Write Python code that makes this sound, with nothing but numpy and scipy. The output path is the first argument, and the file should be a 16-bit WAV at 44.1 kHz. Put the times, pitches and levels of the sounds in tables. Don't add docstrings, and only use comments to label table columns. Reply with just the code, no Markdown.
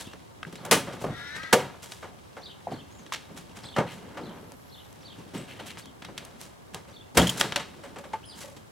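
import sys
import numpy as np
from scipy import signal
from scipy.io import wavfile

SR = 44100
rng = np.random.default_rng(int(sys.argv[2]) if len(sys.argv) > 2 else 0)


def unload_audio(sound):
    columns = np.transpose(np.atleast_2d(sound))
    steps = np.round(np.clip(columns, -1, 1) * 32767)
    wavfile.write(sys.argv[1], SR, steps.astype(np.int16))


N = 384111
TIME = np.arange(N) / SR
EDGES = np.geomspace(31, 16400, 20)
CENTRES = np.sqrt(EDGES[1:] * EDGES[:-1])
BAND_OCTAVES = np.log2(EDGES[1] / EDGES[0])

# t/s, slip rate f/Hz, level/dB (levels in all tables are relative)
DAMPER_STROKE = [(1.05, 268, -76), (1.12, 268, -50), (1.2, 277, -42.5), (1.3, 288, -41.5),
                 (1.36, 299, -39.5), (1.41, 320.4, -42), (1.47, 320, -42), (1.525, 322, -46),
                 (1.55, 323, -94)]
# f/Hz, level/dB
SKIN_RESPONSE = [(800, -57), (1300, -1.5), (1750, 4), (2050, 7), (2350, -15), (3200, 4), (3900, -2),
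                 (4400, -17), (5500, 7), (6200, -4)]


def from_db(db):
    return 10 ** (np.asarray(db) / 20)


def rms_one(x):
    return x / np.sqrt(np.mean(x ** 2) + 1e-20)


def in_time(rows, t=TIME):
    times, *columns = np.transpose(rows)
    return [np.interp(t, times, column) for column in columns]


def at_hz(points, hz):
    f, value = np.transpose(points)
    return np.interp(np.log(hz), np.log(f), value)


def drift(rate, size=N):
    knots = rng.standard_normal(size // 8)
    return np.interp(np.arange(size) * rate / SR, np.arange(len(knots)), knots)


def add(out, onset, sound):
    start = round(onset * SR)
    sound = sound[..., max(-start, 0):N - start]
    start = max(start, 0)
    out[..., start:start + sound.shape[-1]] += sound


def noise_bands(correlation):
    white, bands = rng.standard_normal((2, 2, N)), []
    for k, hz in enumerate(CENTRES):
        bandpass = signal.butter(2, EDGES[k:k + 2], "band", fs=SR, output="sos")
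        mid, side = signal.sosfilt(bandpass, white[k % 2])
        alike = np.clip(at_hz(correlation, hz), -1, 1)
        bands.append(rms_one(np.sqrt(1 + alike) * mid + np.sqrt(1 - alike) * side * [[1], [-1]]))
    return np.array(bands, dtype=np.float32)


def coloured(bands, band_db):
    return rms_one(np.tensordot(from_db(band_db).astype(np.float32), bands, 1))


def off_centre(x, lag_s, pan_db):
    return np.array([x, np.interp(TIME - lag_s, TIME, x)]) * from_db([[pan_db / 2], [-pan_db / 2]])


def contacts(bands, rows, spectrum, rise_share, grain_db, grain_hz, tail_db, bass_hold, bass_lag_s):
    # f/Hz, level/dB
    common_colour = [(35, -36), (55, -39), (80, -41), (115, -3.5), (170, 0), (330, -6.5), (500, -3),
                     (2000, 0.5), (7000, 0.5), (9500, 3.5), (12500, -22.5), (15500, 5)]
    # f/Hz, T60/s
    reverb_t60 = [(70, 0.78), (210, 0.32), (560, 0.24), (1500, 0.36), (4000, 0.38), (10000, 0.3)]
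    out, hz = np.zeros((2, N)), CENTRES[:, None]
    t = TIME[:int(.7 * SR)]
    tail_power = from_db(2 * (tail_db - 60 * t / at_hz(reverb_t60, hz))) * (1 - np.exp(-t / 0.0064))
    grain = from_db(grain_db * drift(grain_hz))
    bass_share = 1 / (1 + (hz / 450) ** 2)
    colour_db = at_hz(spectrum, CENTRES) + at_hz(common_colour, CENTRES)
    for onset, db, tilt, t60 in rows:
        start = max(round(onset * SR), 0)
        n = min(len(t), N - start)
        rise = rise_share * t60
        swell = max(rise, 1e-4) + bass_lag_s * bass_share
        decay = t60 * (1 + bass_hold * bass_share)
        shape = np.minimum(t[:n] / swell, 1) * from_db(-60 * np.clip((t[:n] - swell) / decay, 0, 2))
        rough = shape * (bass_share + (1 - bass_share) * grain[start:start + n])
        noise = bands[:, :, start:start + n]
        rough *= np.sqrt(np.sum(shape ** 2, axis=1) / np.sum((rough * noise[:, 0]) ** 2, axis=1))[:, None]
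        envelope = np.sqrt(rough ** 2 + tail_power[:, :n] * (t60 + rise))
        tilt_db = tilt * np.log2(CENTRES / 1430)
        gain = np.sqrt(BAND_OCTAVES) * from_db(db + colour_db + tilt_db)
        add(out, onset, np.einsum("bt,bct->ct", envelope * gain[:, None], noise))
    return out


def struck(modes, blows, rise_s):
    out, t = np.zeros(N), TIME[:SR]
    hz, mode_db, t60 = np.transpose(modes)[:, :, None]
    for onset, db in blows:
        phase = rng.uniform(0, 2 * np.pi, hz.shape)
        amplitude = from_db(db + mode_db + 1.5 * rng.standard_normal(hz.shape) - 60 * t / t60)
        ring = np.sum(amplitude * np.sin(2 * np.pi * hz * t + phase), axis=0)
        add(out, onset, ring * (1 - np.exp(-t / rise_s)))
    return out


def neighbourhood():
    # f/Hz, level/dB
    density = [(15, -45), (25, -38), (80, 7), (114, 2.5), (476, -3.5), (863, -6), (1440, -13), (2350, -19),
               (3520, -23), (6050, -23.5), (11300, -27.5), (14400, -29), (16000, -44)]
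    # f/Hz, correlation (clipped at -1)
    correlation = [(30, .6), (60, 0.45), (110, 0.43), (200, -1.12), (380, -0.78), (1200, -0.55),
                   (2400, -1.5), (8000, 0.099), (15000, -0.62)]
    # t/s, level/dB
    swell = [(4.05, -97), (4.3, -71), (4.6, -65.5), (4.9, -67), (5.15, -92)]
    hum = coloured(noise_bands(correlation), at_hz(density, CENTRES) + 10 * np.log10(CENTRES))
    bandpass = signal.butter(2, [10800, 12700], "band", fs=SR, output="sos")
    sizzle = rms_one(signal.sosfilt(bandpass, rng.standard_normal(N)))
    return from_db(-48.5) * hum + from_db(in_time(swell)[0]) * sizzle


def birds(echo_db, echo_t60, direct_db, waver_hz, wander, octave_db):
    # t/s from the onset, f/Hz, level/dB
    twitter = [(0, 6300, -18), (.016, 5400, 1), (.024, 3200, -0.5), (.047, 4500, 6.5), (.058, 4340, -1),
               (.064, 3650, 10), (.08, 3060, -2), (.089, 3620, -16), (.098, 3020, 4.5), (.117, 3800, 1),
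               (.123, 2900, 7), (.133, 2800, -10)]
    whistle = [(0, 6700, -5), (.03, 7250, -3), (.065, 7200, -6), (.09, 6200, -5), (.105, 5750, -25)]
    slur = [(0, 2640, 1), (.018, 3360, -5), (.028, 5100, -10), (.045, 5180, -19), (.065, 4570, -0.5),
            (.09, 3800, 1), (.11, 3000, 1), (.12, 2900, -28)]
    high_slur = [(0, 9700, -3), (.012, 10250, -2), (.035, 9700, -6), (.06, 8500, -9), (.07, 8250, -20)]
    peep = [(0, 7700, -20), (.012, 8300, 9), (.032, 7900, 0), (.05, 7750, -20)]
    # t/s, level/dB
    twitters = [(-.045, -49.5), (0.538, -59), (2.397, -49.5), (2.692, -52.5), (3.621, -48), (4.195, -55.5),
                (4.68, -49), (5.008, -47), (5.775, -55), (6.90, -52)]
    whistles = [(2.91, -50.5)]
    slurs = [(8.231, -40.5)]
    high_slurs = [(8.25, -44.5)]
    peeps = [(3.635, -53), (5.369, -55)]
    song = np.zeros(N)
    for phrase, calls in ((twitter, twitters), (whistle, whistles), (slur, slurs),
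                          (high_slur, high_slurs), (peep, peeps)):
        t = TIME[:int(phrase[-1][0] * SR)]
        hz, shape_db = in_time(phrase, t)
        for onset, db in calls:
            sung_hz = hz * (1 + wander * drift(25.4, len(t)))
            sung_hz += waver_hz * (drift(44.56, len(t)) + 0.82 * drift(498.4, len(t)))
            phase = 2 * np.pi * np.cumsum(sung_hz) / SR
            tone = np.sin(phase) + from_db(octave_db) * np.sin(2 * phase)
            add(song, onset, from_db(db + shape_db + 5.4 * drift(159.4, len(t))) * tone)
    t = TIME[:SR // 2]
    response = rng.standard_normal(len(t)) + .5 * rng.standard_normal((2, len(t)))
    response *= from_db(-60 * t / echo_t60)
    response /= np.sqrt(np.sum(response[0] ** 2))
    echoes = signal.fftconvolve(song[None], response, axes=1)[:, :N]
    return from_db(direct_db) * song + from_db(echo_db) * echoes


def handling(bands, rumble_db, rub_db, swish_db, crinkle_db):
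    # t/s, bass level/dB, treble level/dB
    movement = [(0.0, -57, -54.5), (0.36, -55.5, -61.5), (0.87, -43, -52), (1.33, -55, -53),
                (2.13, -56.5, -59.5), (3.39, -52, -57.5), (3.73, -51.5, -55), (4.27, -40, -57),
                (4.63, -57, -61), (5.65, -48, -55), (5.87, -53, -66), (6.28, -50, -56.5),
                (6.55, -55.5, -62.5), (7.2, -54.5, -63), (7.33, -41, -43), (7.45, -36, -45),
                (7.64, -49, -55), (8.71, -56, -62.5)]
    # f/Hz, level/dB
    rumble = [(50, -17), (110, -12), (190, 2.5), (350, 0), (600, -6.5), (1200, -37)]
    rub = [(250, -47), (520, -2.5), (900, 5.5), (2000, 0.5), (3500, -15), (6000, -57)]
    swish = [(1400, -25), (3000, 2), (6000, -1), (10000, -3.5), (15000, -16)]
    bass_db, treble_db = in_time(movement)
    levels = (bass_db + rumble_db, (bass_db + treble_db) / 2 + rub_db, treble_db + swish_db)
    out = np.zeros((2, N))
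    for level_db, spectrum, rate in zip(levels, (rumble, rub, swish), (30, 90, 400)):
        out += from_db(level_db + crinkle_db * drift(rate)) * coloured(bands, at_hz(spectrum, CENTRES))
    return out


def sliding(bands):
    # t/s, level/dB, tilt/(dB/octave), T60/s
    scuffs = [(-.01, -41, 0.8, 0.19), (.92, -46.5, -1.5, 0.15), (1.0, -52, 3, 0.23),
              (1.348, -42, -1.5, 0.17), (1.821, -45, 1.5, 0.19), (1.885, -50.5, 0.5, 0.42),
              (3.36, -44.5, 0, 0.2), (3.554, -44.5, -1, 0.2), (3.628, -45.5, -3.3, 0.15),
              (3.899, -52, 0, 0.32), (5.35, -58, -3, 0.4), (5.655, -51, 3, 0.13), (5.778, -48.5, 2, 0.11),
              (6.39, -49, 0.5, 0.32), (6.731, -45.5, -1.5, 0.085), (6.868, -51.5, -3, 0.23),
              (7.37, -38, 2, 0.09), (7.393, -31.5, 1.7, 0.065), (8.35, -49, 1.7, 0.5),
              (8.405, -48, -0.9, 0.23)]
    scrapes = [(3.865, -42.5, -1.5, 0.3), (5.343, -49, 1, 0.44), (5.48, -44.5, -0.5, 0.5),
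               (5.593, -44, -1, 0.14), (5.66, -46.5, 0.5, 0.33), (6.165, -44.5, -1.5, 0.23)]
    # f/Hz, level/dB
    scuff_tone = [(170, -6), (490, -3.5), (1430, -2), (2600, -3.5), (4500, -2), (8300, 1), (14000, -3)]
    scrape_tone = [(170, -10), (490, -17), (1200, -11.5), (2500, 0), (3500, -5), (5500, -13), (14000, -9)]
    return (contacts(bands, scuffs, scuff_tone, rise_share=0.087, grain_db=3.5, grain_hz=330,
                     tail_db=-4, bass_hold=0.089, bass_lag_s=0.013)
            + contacts(bands, scrapes, scrape_tone, rise_share=0.057, grain_db=4.5, grain_hz=300,
                       tail_db=2, bass_hold=.1, bass_lag_s=.004))


def soft_loads(bands):
    # t/s, level/dB, tilt/(dB/octave), T60/s
    thuds = [(0.07, -30.5, 1.5, 0.02), (0.466, -37, -0.5, .09), (.525, -31, 1.5, 0.038),
             (0.729, -23.5, -0.5, 0.044), (2.714, -32.5, -0.4, 0.13), (2.995, -50, -1.5, 0.14),
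             (3.302, -46, -2, 0.16), (5.176, -42, 0.5, 0.31), (5.336, -31, 0, 0.27),
             (6.019, -44, -0.5, 0.042), (7.146, -27, 1.5, 0.21), (7.190, -24.5, -1.5, 0.11),
             (7.216, -22.5, 0.7, 0.17)]
    sways = [(.58, -37.5, 0.5, 1), (1.06, -41.5, -4, 0.34), (1.561, -32.5, 0, 0.45), (4.22, -44, 1, 0.94),
             (6.03, -57, -1, 0.87), (7.42, -31, 2, 0.25), (7.55, -38.5, 0.5, 0.21)]
    # f/Hz, level/dB
    thud_tone = [(70, -4.5), (170, -1), (360, 0.5), (600, -9), (1430, -16), (3800, -19), (8300, -19.5)]
    sway_tone = [(70, 10), (170, -5.5), (490, -2), (1430, -7.5), (3800, -33), (8300, -45)]
    return (contacts(bands, thuds, thud_tone, rise_share=0.041, grain_db=-0.5, grain_hz=590,
                     tail_db=5, bass_hold=0.16, bass_lag_s=0.0059)
            + contacts(bands, sways, sway_tone, rise_share=.1, grain_db=3, grain_hz=100,
                       tail_db=-9, bass_hold=.1, bass_lag_s=.004))


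def small_impacts(bands):
    # t/s, level/dB, tilt/(dB/octave), T60/s
    clicks = [(.132, -45, 1.5, 0.018), (.430, -30.5, -2.5, 0.016), (0.555, -42.5, 3.5, 0.026),
              (1.432, -32, -3, 0.031), (1.92, -38, 3.5, 0.02), (3.063, -43.5, -0.5, 0.04),
              (3.121, -31, 2, 0.062), (3.135, -39, 5, 0.049), (3.141, -29.5, -1.5, 0.035),
              (3.157, -39, 0.5, .044), (5.704, -41, 1.5, 0.057), (5.771, -38.5, -3.5, 0.057),
              (6.02, -39.5, -1.5, 0.066), (6.046, -38, 1, .06), (6.178, -34.5, 4.5, 0.026),
              (7.411, -10, 1, 0.015), (7.522, -22, -3, 0.03), (7.559, -16.5, 0.8, 0.041)]
    ticks = [(0.649, -44.5, 3.5, .05), (.711, -12, -1, 0.038), (4.519, -39.5, -2, .03),
             (4.927, -44.5, 0, .012), (5.855, -40.5, -2.5, 0.026), (6.249, -46.5, 4, 0.012),
             (6.414, -29.5, 0.8, 0.0035), (6.745, -25.5, -1, 0.012), (7.172, -18, 0.5, 0.035),
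             (7.270, -27.5, 0, .05), (7.295, -27.5, 1.5, 0.035), (7.361, -45, -0.5, .02),
             (7.396, -36.5, .5, 0.097), (8.565, -39.5, -4, 0.064)]
    # f/Hz, level/dB
    click_tone = [(170, -20.5), (490, -11.5), (1430, -2), (3800, -1.5), (8300, -9), (14000, -16)]
    tick_tone = [(170, -17), (490, -6.5), (1430, -12), (3800, -3.5), (8300, 0.5)]
    return (contacts(bands, clicks, click_tone, rise_share=0.029, grain_db=5.5, grain_hz=1000,
                     tail_db=-6, bass_hold=.49, bass_lag_s=.0012)
            + contacts(bands, ticks, tick_tone, rise_share=0.034, grain_db=8, grain_hz=1400,
                       tail_db=-5, bass_hold=0.45, bass_lag_s=0.00082))


def large_impacts(bands):
    # t/s, level/dB, tilt/(dB/octave), T60/s
    slams = [(.710, -17.5, 1.05, .17), (1.526, -11, 0.15, 0.07), (3.781, -26, -4, 0.068),
             (7.169, -13, -0.8, 0.096)]
    knocks = [(0.13, -41, -4, 0.062), (.648, -36.5, -2, 0.094), (0.869, -38, -2.5, 0.3),
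              (1.012, -43, -7, 0.11), (1.040, -28.5, -5.5, 0.056), (1.063, -42, -5.5, 0.13),
              (2.024, -37, -1, 0.24), (2.365, -36.5, -1, .17), (2.67, -43, -6, 0.28),
              (3.762, -21, -1.3, 0.12), (3.799, -31, -4.5, 0.16), (4.17, -32, -1, 0.14),
              (5.592, -40, -3, 0.1), (6.084, -44.5, -4.5, .08), (6.749, -40, -1, 0.17),
              (7.596, -35.5, 2, .12), (7.833, -41, 2.5, 0.25), (7.958, -36.5, -0.5, .12),
              (7.984, -44.5, 6.5, 0.068), (8.037, -41, .3, 0.19), (8.131, -32, 0, .12)]
    # f/Hz, level/dB
    slam_tone = [(70, -12), (170, -5), (490, 0.5), (1430, 0), (3800, -5), (8300, -3.5), (14000, -3)]
    knock_tone = [(70, -10), (170, -20), (490, -1), (900, -1.5), (1430, -2.5), (3800, -14), (8300, -15.5),
                  (14000, -27)]
    return (contacts(bands, slams, slam_tone, rise_share=0.08, grain_db=1, grain_hz=240,
                     tail_db=-3, bass_hold=0.5, bass_lag_s=0.0033)
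            + contacts(bands, knocks, knock_tone, rise_share=0.022, grain_db=-0.5, grain_hz=250,
                       tail_db=-10.5, bass_hold=0.69, bass_lag_s=0.0096))


def through_bed(x, direct_db, ring_db):
    # f/Hz, bandwidth/Hz, level/dB
    resonances = [(173.6, 9.6, -1), (269.5, 5.6, 2.5), (380, 130, -6), (473, 6.6, -13), (561, 28, -4),
                  (723, 11, 2), (901, 30, 3), (1220, 10, -35), (1221, 6, 4), (1350, 4.7, 2),
                  (1680, 54, -3.5), (2070, 390, -13.5), (2496, 6.9, 0.5), (2805, 120, -5), (2930, 26, -20),
                  (3230, 340, -2.5), (3800, 32, 5), (4170, 20, -8)]
    out = from_db(direct_db) * x
    for hz, width, db in resonances:
        radius = np.exp(-np.pi * width / SR)
        gain = from_db(db + ring_db) * (1 - radius ** 2) / 2
        feedback = [1, -2 * radius * np.cos(2 * np.pi * hz / SR), radius ** 2]
        out += signal.lfilter([gain, 0, -gain], feedback, x + 1e-18)
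    return out


def cargo():
    # f/Hz, level/dB, T60/s
    gear = [(883, -0.5, 0.081), (980, -28, 0.039), (1140, -23, 0.11), (2150, -16.5, 0.059),
            (2643, -40, .15)]
    panel = [(528, -5, .09), (565, 0, .12), (600, -4, .09), (860, -6, .08), (1140, -9, .07)]
    liner = [(182, -13, 0.27), (511, -5.5, 0.13), (700, 4.5, 0.042), (768, 2.5, 0.052), (843, -6, 0.091),
             (976, -6, 0.054)]
    # t/s, level/dB
    gear_blows = [(8.135, -15.5), (8.141, -50)]
    panel_blows = [(6.748, -45), (6.875, -41), (7.412, -24), (7.561, -23), (7.836, -32.5), (7.863, -42),
                   (7.960, -52), (7.987, -33), (8.041, -37), (8.440, -34), (8.475, -37), (8.515, -41)]
    liner_blows = [(2.670, -28.5), (2.722, -33.5)]
    return (struck(gear, gear_blows, rise_s=0.0029)
            + struck(panel, panel_blows, rise_s=0.0081)
            + struck(liner, liner_blows, rise_s=0.0012))


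def bed_cover():
    # f/Hz, level/dB, T60/s
    clamp = [(1057, 7, 0.023), (1140, 1, 0.028), (1870, -17, .04), (2270, -5, .03)]
    cover = [(72.6, 0.5, 0.31), (182, -7, 0.58), (469, 3.5, 0.15), (526, 3.5, 0.13), (565, -27, 0.23),
             (620, -5, 0.32), (690, -21, 0.28), (762, 0, 0.19), (1025, -20, 0.22), (1370, -19, 0.3),
             (1600, -29, 0.35), (1610, -38, 0.91), (1943, -22, 0.86), (2140, -22, 0.84)]
    rail = [(3180, 2.5, 0.041), (3370, -0.5, 0.034), (3090, -1.5, 0.035), (6850, -8, 0.039)]
    # t/s, level/dB
    clamp_blows = [(3.122, -24.5)]
    cover_blows = [(7.174, -20.5), (7.213, -37.5)]
    rail_blows = [(7.197, -22), (7.216, -22.5), (7.27, -22), (7.293, -20.5)]
    return (struck(clamp, clamp_blows, rise_s=0.00047)
            + struck(cover, cover_blows, rise_s=0.003)
            + struck(rail, rail_blows, rise_s=0.00043))


def damper_rasp(bands, rasp_db):
    low_cut_db = -40 * np.maximum(np.log2(1300 / CENTRES), 0)
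    high_cut_db = -18 * np.maximum(np.log2(CENTRES / 4200), 0)
    spectrum_db = at_hz(SKIN_RESPONSE, CENTRES) + low_cut_db + high_cut_db
    _, level_db = in_time(DAMPER_STROKE)
    return from_db(level_db + rasp_db) * coloured(bands, spectrum_db)


def damper_whine(jitter, flutter_db, second_ratio, second_db):
    # harmonic number, level/dB
    harmonics = [(3, -22), (4, 0), (5, -4), (6, -7.5), (7, -9), (8, -8), (11, -18), (12, -27), (13, -8),
                 (14, -8), (19, -22), (20, -22)]
    moving = (TIME > DAMPER_STROKE[0][0]) & (TIME < DAMPER_STROKE[-1][0])
    slip_hz, level_db = in_time(DAMPER_STROKE, TIME[moving])
    size, out = len(slip_hz), np.zeros(N)
    for ratio, db in ((1, 0), (second_ratio, second_db)):
        phase = 2 * np.pi * np.cumsum(ratio * slip_hz * (1 + jitter * drift(266.6, size))) / SR
        for order, order_db in harmonics:
            partial_db = level_db + db + order_db + at_hz(SKIN_RESPONSE, order * slip_hz)
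            out[moving] += from_db(partial_db + flutter_db * drift(60, size)) * np.sin(order * phase)
    return out


def tailgate():
    # f/Hz, level/dB, T60/s
    handle = [(1260, -2, .025), (1600, 5.5, 0.017), (1960, 5, 0.011), (2630, -3, .018)]
    latch = [(1126, -9, .12), (1890, -5, .11), (2040, -6, .1), (2482, -9, .12), (2970, -4, .12),
             (4960, -8, .1), (5997, -14, .18), (6150, -14, .18), (8830, -18, .18), (9010, -17, .2),
             (9260, -17, .22), (9390, -17, .2), (9510, -17, .2), (9720, -17, .2), (9890, -17, .2),
             (10050, -17, .2), (10400, -18, .2)]
    gate = [(146, -32, 0.41), (180, -28, 0.38), (212, -20, 0.52), (389, 4, 0.22), (433, -32, 0.17),
            (467, 21, 0.1), (497, 11.5, 0.2), (535, 9, 0.2), (609, 12, 0.13), (646, -20, .18),
            (750, -9, 0.42), (948, -4, 0.33), (953, -11.5, 0.17), (1070, -12, .13), (1214, 13, 0.11),
            (1730, -49, 0.14), (2010, -36, 0.21), (2190, -7, 0.16), (2840, -29, 0.47)]
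    # t/s, level/dB
    handle_blows = [(.430, -27.5), (.450, -35.5)]
    latch_blows = [(0.712, -16.5), (.740, -22)]
    gate_blows = [(.718, -34.5), (1.043, -43), (1.530, -21.5), (3.785, -33.5), (3.801, -46)]
    return (struck(handle, handle_blows, rise_s=0.0002)
            + struck(latch, latch_blows, rise_s=0.0018)
            + struck(gate, gate_blows, rise_s=0.016))


def scene():
    # f/Hz, correlation
    correlation = [(30, .78), (70, .91), (150, .955), (500, .945), (2000, .94), (4000, .88), (8000, .62),
                   (14000, .6)]
    bands = noise_bands(correlation)
    touch = sliding(bands) + soft_loads(bands) + small_impacts(bands) + large_impacts(bands)
    touch += handling(bands[:, :, ::-1], rumble_db=-1.5, rub_db=-2, swish_db=-2, crinkle_db=3)
    truck = through_bed(touch, direct_db=-2, ring_db=-6)
    truck += cargo() + bed_cover() + tailgate()
    whine = damper_whine(jitter=0.0088, flutter_db=5, second_ratio=1.03, second_db=-6)
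    truck += off_centre(whine, lag_s=.0001, pan_db=6) + damper_rasp(bands, rasp_db=-5)
    yard = neighbourhood()
    yard += birds(echo_db=-6, echo_t60=0.33, direct_db=-4.5, waver_hz=132.5, wander=0.027, octave_db=-35)
    return truck * from_db([[.2], [-.2]]) + yard


def record(dry):
    rounded = 1.094 * np.tanh(dry / 1.324)
    highpass = signal.butter(2, 32, "high", fs=SR, output="sos")
    lowpass = signal.ellip(10, .1, 80, 16200, fs=SR, output="sos")
    return signal.sosfilt(lowpass, signal.sosfilt(highpass, rounded))


dry = scene()
out = record(dry)
unload_audio(out)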